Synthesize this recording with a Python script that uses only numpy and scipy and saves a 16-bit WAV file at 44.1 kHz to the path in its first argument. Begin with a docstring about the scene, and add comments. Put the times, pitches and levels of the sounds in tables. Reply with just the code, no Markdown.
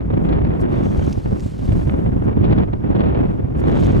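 """A rake is pulled twice through wet beach sand, a few metres away: its head lands with a scuff,
then the tines scrape through the grains, rasp where they bite and tick on bits of shell.
Gusty wind buffets the microphone's two ports, a lumpy rumble that turns to a rough flutter as it
stiffens; its eddies thump, spit and snap. A faint even hiss lies under it all."""
import sys
import numpy as np
from scipy import signal
from scipy.fft import rfft, irfft
from scipy.io import wavfile

SR = 44100
rng = np.random.default_rng(int(sys.argv[2]) if len(sys.argv) > 2 else 0)


def materialize(psi):
    """Save the field psi as 16-bit PCM at rate SR to the path in sys.argv[1].

    A 1-D psi becomes a single channel; in a 2-D psi each row is a channel.
    """
    bounded = np.clip(np.atleast_2d(psi).T, -1, 1)
    quanta = np.round(bounded * 32767).astype(np.int16)
    wavfile.write(sys.argv[1], SR, quanta)


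N = 176400
TIME = np.arange(N) / SR
BINS = np.arange(N // 2 + 1) * SR / N


def from_db(db):
    """Decibels to gain."""
    return 10 ** (np.asarray(db) / 20)


def rms_one(x):
    """Scale to unit power."""
    return x / np.sqrt(np.mean(x ** 2) + 1e-20)


def at_hz(points, hz):
    """Read a table on a log-frequency axis."""
    f, v = np.transpose(points)
    return np.interp(np.log(np.maximum(hz, 1)), np.log(f), v)


def in_time(points, **ends):
    """Read an envelope at every sample."""
    return np.interp(TIME, *np.transpose(points), **ends)


def swell(s, length):
    """A smooth rise and fall centred on s; length is its width at half height."""
    return np.cos(np.pi / 2 * np.clip((TIME - s) / length, -1, 1)) ** 2


def eq_curve(spectrum):
    """An EQ of unit power, so only its shape counts; it rolls off below the first point."""
    return rms_one(from_db(at_hz(spectrum, BINS)) * np.minimum(BINS / spectrum[0][0], 1) ** 2)


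def coloured(x, spectrum):
    """EQ a white signal, keeping its power."""
    return irfft(rfft(x) * eq_curve(spectrum), N)


def drift(rate_hz):
    """Smooth random modulation with spread 1."""
    noise = rfft(rng.standard_normal(N))
    return rms_one(irfft(noise * (BINS > 2) / (1 + (BINS / rate_hz) ** 2), N))


def cracks(per_s, spread_db):
    """Random tiny impulses of uneven size."""
    born = rng.random(N) < per_s / SR
    signs = rng.choice([-1, 1], N)
    return rms_one(born * signs * from_db(spread_db * np.minimum(rng.exponential(1, N), 5)))


def resonance(x, hz, width):
    """One resonance that keeps the power of a white signal."""
    return np.sqrt(SR / np.pi / width) * signal.lfilter(*signal.iirpeak(hz, hz / width, fs=SR), x + 1e-18)


def gliding_resonance(x, hz, width):
    """A resonance whose centre moves; it keeps the power of a white signal."""
    turn = np.exp(2j * np.pi * np.cumsum(hz) / SR)
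    r = np.exp(-np.pi * width / SR)
    return np.real(turn * signal.lfilter([np.sqrt(2 * (1 - r * r))], [1, -r], x / turn + 1e-18))


def stereo(mid, side, pan_db):
    """Left and right from mid and side; a positive pan leans left."""
    return np.array([(mid + side) * from_db(pan_db / 2), (mid - side) * from_db(-pan_db / 2)])


# EQ of the noise bed: f/Hz, level/dB
HISS_EQ = [(500, 17.5), (2000, 8), (5000, 6), (8000, -0.5), (12000, -2), (15500, -7.5)]
def hiss(level_db=-67.5, side_db=-6):
    """A faint, steady bed of noise."""
    mid, side = from_db(level_db) * coloured(rng.standard_normal((2, N)), HISS_EQ)
    return stereo(mid, from_db(side_db) * side, 0)


# gust envelope: t/s, level/dB
GUST_ENVELOPE = [(0.0, -32), (0.06, -44), (0.14, -38), (0.29, -31.5), (0.46, -34), (0.58, -34.5),
                 (0.74, -31), (0.86, -35), (0.9, -35.5), (1.0, -36), (1.22, -43.5), (1.28, -37.5),
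                 (1.52, -47.5), (1.66, -41), (1.72, -37.5), (1.79, -39.5), (1.89, -37.5), (1.95, -35),
                 (2.18, -39), (2.3, -34.5), (2.34, -38), (2.44, -32.5), (2.6, -30), (2.66, -38),
                 (2.78, -43), (2.88, -35.5), (2.93, -34), (2.96, -28), (3.2, -31.5), (3.52, -43.5),
                 (3.57, -36.5), (3.68, -28), (3.84, -30.5), (3.98, -29)]
# low rumble envelope: t/s, level/dB
RUMBLE_ENVELOPE = [(0.0, -24), (0.14, -17.5), (0.44, -17), (0.56, -21.5), (0.64, -20), (0.96, -18),
                   (1.02, -18.5), (1.16, -22), (1.22, -28), (1.27, -20), (1.34, -17.5), (1.38, -25),
                   (1.43, -20), (1.5, -32), (1.65, -19.5), (1.73, -13.5), (1.8, -19), (1.9, -19),
                   (2.14, -18), (2.32, -20), (2.42, -15), (2.6, -15.5), (2.68, -23.5), (2.72, -19.5),
                   (2.76, -20.5), (3.1, -19), (3.4, -20.5), (3.5, -23), (3.74, -14.5), (3.98, -14.5)]
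# hard buffets: t/s, length/s, boost of the low body/dB, boost of the crackling edge/dB
BUFFET_HITS = [(0.105, 0.011, 9, 11.5), (0.141, 0.013, 9.5, 8), (0.176, 0.0074, 13, 9.5),
               (0.222, 0.011, 7.5, 0), (0.251, 0.022, 2, 5), (0.28, 0.022, 0.5, 2.5),
               (0.334, 0.011, -3, 11), (0.449, 0.012, 0, 7), (0.465, .007, -2, 5.5),
               (0.519, 0.0053, -5, 5.5), (0.611, 0.0086, 3, -4.5), (0.801, 0.0073, -0.5, -2),
               (0.861, 0.015, 6.5, 10), (0.948, 0.0039, 0.5, 6.5), (0.996, 0.0093, 9.5, 8.5),
               (1.027, .008, 7, 12.5), (1.077, 0.01, 10, 9.5), (1.178, 0.011, 9.5, 2.5),
               (1.262, 0.011, 6.5, 13), (1.291, 0.0068, 6, -0.5), (1.327, 0.016, 6.5, 3),
               (1.463, 0.0074, 15, 5.5), (1.52, .007, 14, -6), (1.592, .008, 8.5, 4),
               (1.693, 0.0065, 8, 14.5), (1.723, .012, 2, 12.5), (1.751, 0.0074, 6, 9.5),
               (1.795, 0.011, 6, 6), (1.819, .009, 7.5, 16.5), (1.875, 0.0092, 9.5, 6.5),
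               (1.898, .008, -6.5, 13), (1.942, 0.013, 10, 8), (1.973, 0.0063, 0.5, 6),
               (2.065, 0.015, 6, 9.5), (2.122, 0.0055, -0.5, 7.5), (2.14, 0.012, 6, 7.5),
               (2.166, 0.0069, 10, 0), (2.222, 0.005, 7.5, 4.5), (2.289, 0.015, 8, 8),
               (2.375, 0.011, 11.5, 6.5), (2.413, 0.0096, 8.5, 3.5), (2.449, 0.015, 9, 11.5),
               (2.523, 0.026, 5, 5.5), (2.59, 0.016, 5.5, 3), (2.635, 0.006, 9, 9),
               (2.736, 0.0069, 17.5, 15.5), (2.844, 0.01, 6.5, 6), (2.904, 0.0057, 12, 0),
               (3.035, .01, 1, -1.5), (3.186, 0.0079, 3, 5.5), (3.237, 0.013, 7, 4.5), (3.437, 0.011, 6, 3),
               (3.555, 0.014, 6.5, 8.5), (3.64, 0.0048, 4, 6), (3.7, 0.011, 4, 2)]
def wind_force():
    """The wind's push in dB: gust and rumble about their means, and the buffets' body and edge."""
    gust, rumble = in_time(GUST_ENVELOPE), in_time(RUMBLE_ENVELOPE)
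    body, edge = sum(np.outer(boosts_db, swell(s, length)) for s, length, *boosts_db in BUFFET_HITS)
    return gust - gust.mean(), rumble - rumble.mean(), body, edge


# base EQ of the wind: f/Hz, level/dB
RUSH_EQ = [(22, -11), (50, -1.5), (100, -1), (200, -7), (330, -13.5), (600, -27), (1200, -37.5),
           (2200, -46), (3300, -54.5), (3900, -64), (4700, -68), (6000, -85), (9000, -97.5)]
# how far a band rides the gusts: f/Hz, dB per dB of gust
GUST_DEPTH = [(100, 1.6), (300, 1.01), (1000, 0.79), (3000, 1.17), (5000, 2.5)]
# how much a band rides the rumble instead: f/Hz, share
RUMBLE_BLEND = [(90, 1.0), (180, 0.69), (360, 0), (720, 0)]
# how far a band rides a buffet: f/Hz, dB per dB of body, dB per dB of edge
BUFFET_DEPTH = [(91.4, 0.2, 0), (183, 0.78, 0), (360, 0.78, 0.043), (720, 0.59, 0.26), (1440, 0.2, 0.55),
                (2900, 0, 1.14), (5000, 0.31, 1.7)]
# flutter from fast turbulence: f/Hz, depth/dB
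FLUTTER_DEPTH = [(60, -0.5), (300, 2.56), (1000, 2.5), (3000, 3.5), (5000, 7)]
def rush(gust, rumble, body, edge, level_db=-21):
    """Turbulent pressure on the ports: each octave of noise surges and flutters by its own amount."""
    eddies = drift(rate_hz=140) + 0.77 * drift(rate_hz=43)
    eddies = 2 * np.tanh(eddies / 2)  # soften the wildest swings
    white = rng.standard_normal((2, N))
    depths = np.array(BUFFET_DEPTH)
    octaves = 45 * 2 ** np.arange(8)
    spectrum = 0
    for hz in octaves:
        deep = np.clip(at_hz(RUMBLE_BLEND, hz), 0, 1)
        buffet_db = at_hz(depths[:, :2], hz) * body + at_hz(depths[:, ::2], hz) * edge
        force_db = deep * rumble + (1 - deep) * at_hz(GUST_DEPTH, hz) * gust + buffet_db
        flutter = rms_one(from_db(at_hz(FLUTTER_DEPTH, hz) * eddies))
        band = np.interp(BINS, octaves, octaves == hz)
        spectrum = spectrum + rfft(white * from_db(force_db) * flutter) * band
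    return from_db(level_db) * irfft(spectrum * eq_curve(RUSH_EQ), N)


# EQ of the wind's crackle: f/Hz, level/dB
SPIT_EQ = [(200, 9), (600, 16.5), (1500, -2), (3500, -11.5), (4600, -25), (6500, -46), (10000, -60.5)]
def spits(gust, edge, level_db=-45.5, gust_depth=1.18):
    """Eddies break on the ports and spit, louder in gusts and buffets."""
    crackle = np.array([cracks(per_s=170, spread_db=2.5) for _ in range(2)])
    return coloured(crackle * from_db(level_db + gust_depth * gust + edge), SPIT_EQ)


# snap cues: t/s, level/dB before gain and EQ
SNAP_HITS = [(0.141, -34.5), (0.178, -39), (0.292, -22.5), (0.334, -26.5), (2.444, -28), (2.447, -24.5),
             (2.454, -29), (2.462, -28), (2.51, -28), (2.523, -30.5), (2.532, -26.5), (2.591, -33.5),
             (2.733, -29), (2.736, -38.5), (2.997, -36.5)]
# EQ of a snap: f/Hz, level/dB
SNAP_EQ = [(400, 15), (1500, -4), (3500, 0), (5500, -13), (7000, -28), (10000, -52)]
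def snaps(gain_db=6.5):
    """Single sharp pressure kicks from the hardest eddies, breaking right on a port."""
    kicks = np.zeros((2, N))
    for s, db in SNAP_HITS:
        kicks[:, int(s * SR)] = from_db(gain_db + db) * rng.choice([-1, 1], 2)
    return coloured(kicks, SNAP_EQ)


# low thump cues: t/s, level/dB
THUMP_HITS = [(0.149, -11), (0.224, -13), (0.432, -13), (0.495, -11.5), (0.621, -11), (0.986, -10),
              (1.183, -10), (1.266, -15), (1.464, -19), (1.692, -9), (1.869, -11.5), (1.947, -9.5),
              (2.077, -15.5), (2.164, -13.5), (2.415, -9), (2.905, -13.5), (3.223, -13), (3.302, -16.5),
              (3.445, -10)]
def thumps(hz=90.5, length_s=0.011):
    """A large eddy pushes and pulls once on the ports."""
    phases = 2 * np.pi * rng.random((len(THUMP_HITS), 2, 1))
    return sum(from_db(db) * swell(s, length_s) * np.sin(2 * np.pi * hz * (TIME - s) + phase)
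               for (s, db), phase in zip(THUMP_HITS, phases))


# colour of the ports' small cavity: f/Hz, gain/dB
CAVITY_EQ = [(2800, 0), (3300, -1), (3700, 1), (4200, -0.5), (4700, -4), (6000, -5)]
# stereo width of the wind: f/Hz, side over mid/dB
PORT_WIDTH = [(35, -8.5), (85, -6.5), (170, 1), (350, 8), (700, 8.5), (1400, 6.5), (2800, 2.5), (5000, 0.5)]
# part of the side a quarter cycle ahead of the mid: f/Hz, share (negative lags)
SIDE_LEAD = [(45, -1.1), (100, -0.43), (200, 1), (400, 0.31), (800, 0.4), (1500, .55), (3000, 0.86)]
# pan of the wind: f/Hz, left over right/dB
PORT_PAN = [(35, 0.7), (170, -2.15), (600, 0.5), (1400, 0), (3000, -1.5), (5000, -2)]
def ports(pair):
    """Two unrelated pressures become the mid and side of the microphone's close ports."""
    mid, unrelated = rfft(pair) * from_db(at_hz(CAVITY_EQ, BINS))
    lead = np.clip(at_hz(SIDE_LEAD, BINS), -.95, .95)
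    side = from_db(at_hz(PORT_WIDTH, BINS)) * (1j * lead * mid + np.sqrt(1 - lead ** 2) * unrelated)
    return irfft(stereo(mid, side, at_hz(PORT_PAN, BINS)), N)


def wind():
    """All the wind layers, heard through the ports they strike."""
    gust, rumble, body, edge = wind_force()
    return ports(rush(gust, rumble, body, edge) + spits(gust, edge) + snaps() + thumps())


def grit():
    """Sand grains cracking past each other."""
    return cracks(per_s=8000, spread_db=1.9)


def stick_slip(depth_db=1.5):
    """The level judders as the tines stick and slip."""
    return from_db(depth_db * drift(rate_hz=45))


# scuff cues: t/s, length/s, level/dB
SCUFF_HITS = [(0.25, 0.082, -68), (0.568, 0.12, -70.5), (0.613, 0.025, -57.5), (2.247, 0.028, -67),
              (3.302, .14, -72.5), (3.589, 0.035, -62), (3.603, 0.014, -60), (3.804, .03, -60),
              (3.848, .04, -59)]
# EQ of spraying sand: f/Hz, level/dB
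SCUFF_EQ = [(1500, -10.5), (4500, 6.5), (9000, 3), (12000, -0.5), (15500, -12.5)]
def scuffs():
    """Brief bright sprays of grains, as when the rake head lands."""
    envelope = sum(from_db(db) * swell(s, length) for s, length, db in SCUFF_HITS)
    return coloured(grit() * envelope, SCUFF_EQ)


# tick cues: t/s, burst level/dB, ring f/Hz, ring width/Hz
TICK_HITS = [(1.065, -45, 6200, 900), (1.097, -45, 5900, 1000), (1.127, -37.5, 4850, 700),
             (1.131, -43, 6200, 1400), (1.397, -42, 5300, 1200), (1.405, -43, 6100, 1500),
             (1.433, -52, 7000, 900), (1.463, -46, 7200, 1500), (1.655, -47, 8500, 2000),
             (1.727, -50, 8100, 200), (1.728, -54, 11300, 120), (3.718, -47.5, 4500, 2000),
             (3.774, -46, 6000, 1500), (3.799, -49.5, 8500, 3000), (3.837, -40, 4100, 900),
             (3.845, -43, 5500, 1500), (3.868, -44, 6200, 2000), (3.921, -49, 6500, 1500)]
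# EQ of a tick's crunch: f/Hz, level/dB
CRUNCH_EQ = [(1500, 2.5), (2600, 8.5), (4000, -6), (5500, -0.5), (8000, -12), (11000, -23), (15500, -29)]
def ticks(decay_s=0.0018, crunch_db=-2.5, ring_db=-2):
    """A tine catches shell or grit: a tiny crunch with a short ring."""
    crunch, rings = 0, 0
    for s, db, hz, width in TICK_HITS:
        envelope = (TIME >= s) * np.exp(-np.clip((TIME - s) / decay_s, 0, 20))
        burst = rng.standard_normal(N) * from_db(db) * envelope
        crunch = crunch + burst
        rings = rings + resonance(burst, hz, width)
    return from_db(crunch_db) * coloured(crunch, CRUNCH_EQ) + from_db(ring_db) * rings


# rasp cues: t/s, length/s, drive level/dB, f/Hz, width/Hz, glide/(Hz per s)
RASP_BITES = [(0.87, 0.1, -62, 6060, 800, 0), (0.83, 0.22, -65, 3420, 160, -1100),
              (1.032, 0.05, -62, 3150, 150, -1500), (1.07, 0.19, -62.5, 6000, 700, 0),
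              (1.442, 0.15, -61, 7450, 1300, 0), (1.676, 0.06, -62, 3680, 700, -6000),
              (3.823, 0.36, -66, 6400, 800, 0), (3.84, 0.14, -53, 3300, 1100, 0)]
# EQ of the grains that drive a rasp: f/Hz, level/dB
RASP_DRIVE_EQ = [(1500, 10), (9000, -1), (15500, -9.5)]
def rasps():
    """Where the tines bite, the grains drive a resonance, which may sink as they drag on."""
    grains = coloured(grit(), RASP_DRIVE_EQ) * stick_slip()
    return sum(gliding_resonance(grains * from_db(db) * swell(s, length), hz + glide * (TIME - s), width)
               for s, length, db, hz, width, glide in RASP_BITES)


# envelopes of the two pulls, one list each: t/s, level/dB before gain, treble shelf/dB
PULL_ENVELOPES = [
    [(0.69, -69, 6), (0.73, -60, -4), (0.87, -61.5, 3), (0.93, -59, 1), (1.07, -55, -0.5), (1.28, -60, 0),
     (1.44, -58.5, 1), (1.59, -57, -2.5), (1.66, -58, 1), (1.83, -59.5, 3.5), (1.95, -70, 9),
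     (2.06, -74, 11.5), (2.12, -77.5, 11), (2.33, -77, 4)],
    [(3.62, -80, 1), (3.68, -61.5, 4), (3.715, -65, 4), (3.732, -66, -6), (3.76, -57, -3), (3.8, -53, -6),
     (3.85, -57.5, -8), (3.89, -61, -6), (4.0, -56, -1)],
]
# EQ of scraping sand: f/Hz, level/dB
SAND_EQ = [(700, -3), (1500, 5), (2800, 6.5), (4300, 4.5), (6100, 1), (7600, -2.5), (8400, -2.5),
           (11000, -8.5), (15500, -19)]
def scrape(gain_db=3, shelf_hz=6900):
    """The tines crush grains as they stick and slip through the sand."""
    pressure = sum(from_db(in_time(np.array(pull)[:, :2], left=-140, right=-140))
                   for pull in PULL_ENVELOPES)
    shelf_db = in_time(np.vstack(PULL_ENVELOPES)[:, ::2])
    sand = coloured(from_db(gain_db) * pressure * stick_slip() * grit(), SAND_EQ)
    treble = irfft(rfft(sand) * (1 - 1 / (1 + (BINS / shelf_hz) ** 6)), N)
    return sand + (from_db(shelf_db) - 1) * treble


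def scene():
    """The rake nearly straight ahead, the wind on the microphone itself, the hiss beneath."""
    mid = scrape() + rasps() + scuffs() + ticks()
    side = from_db(-17.5) * scrape()  # fresh grains give the scrape a little width
    return stereo(mid, side, pan_db=-0.8) + wind() + hiss()


def record(dry, fade_in_s=0.008, cutoff_hz=15750):
    """Soft-clip the highest peaks, fade in and cut the top."""
    rounded = dry / (1 + dry ** 8) ** (1 / 8)
    faded = rounded * np.minimum(TIME / fade_in_s, 1)
    return signal.sosfilt(signal.ellip(10, .1, 80, cutoff_hz, fs=SR, output="sos"), faded)


dry = scene()
out = record(dry)
materialize(out)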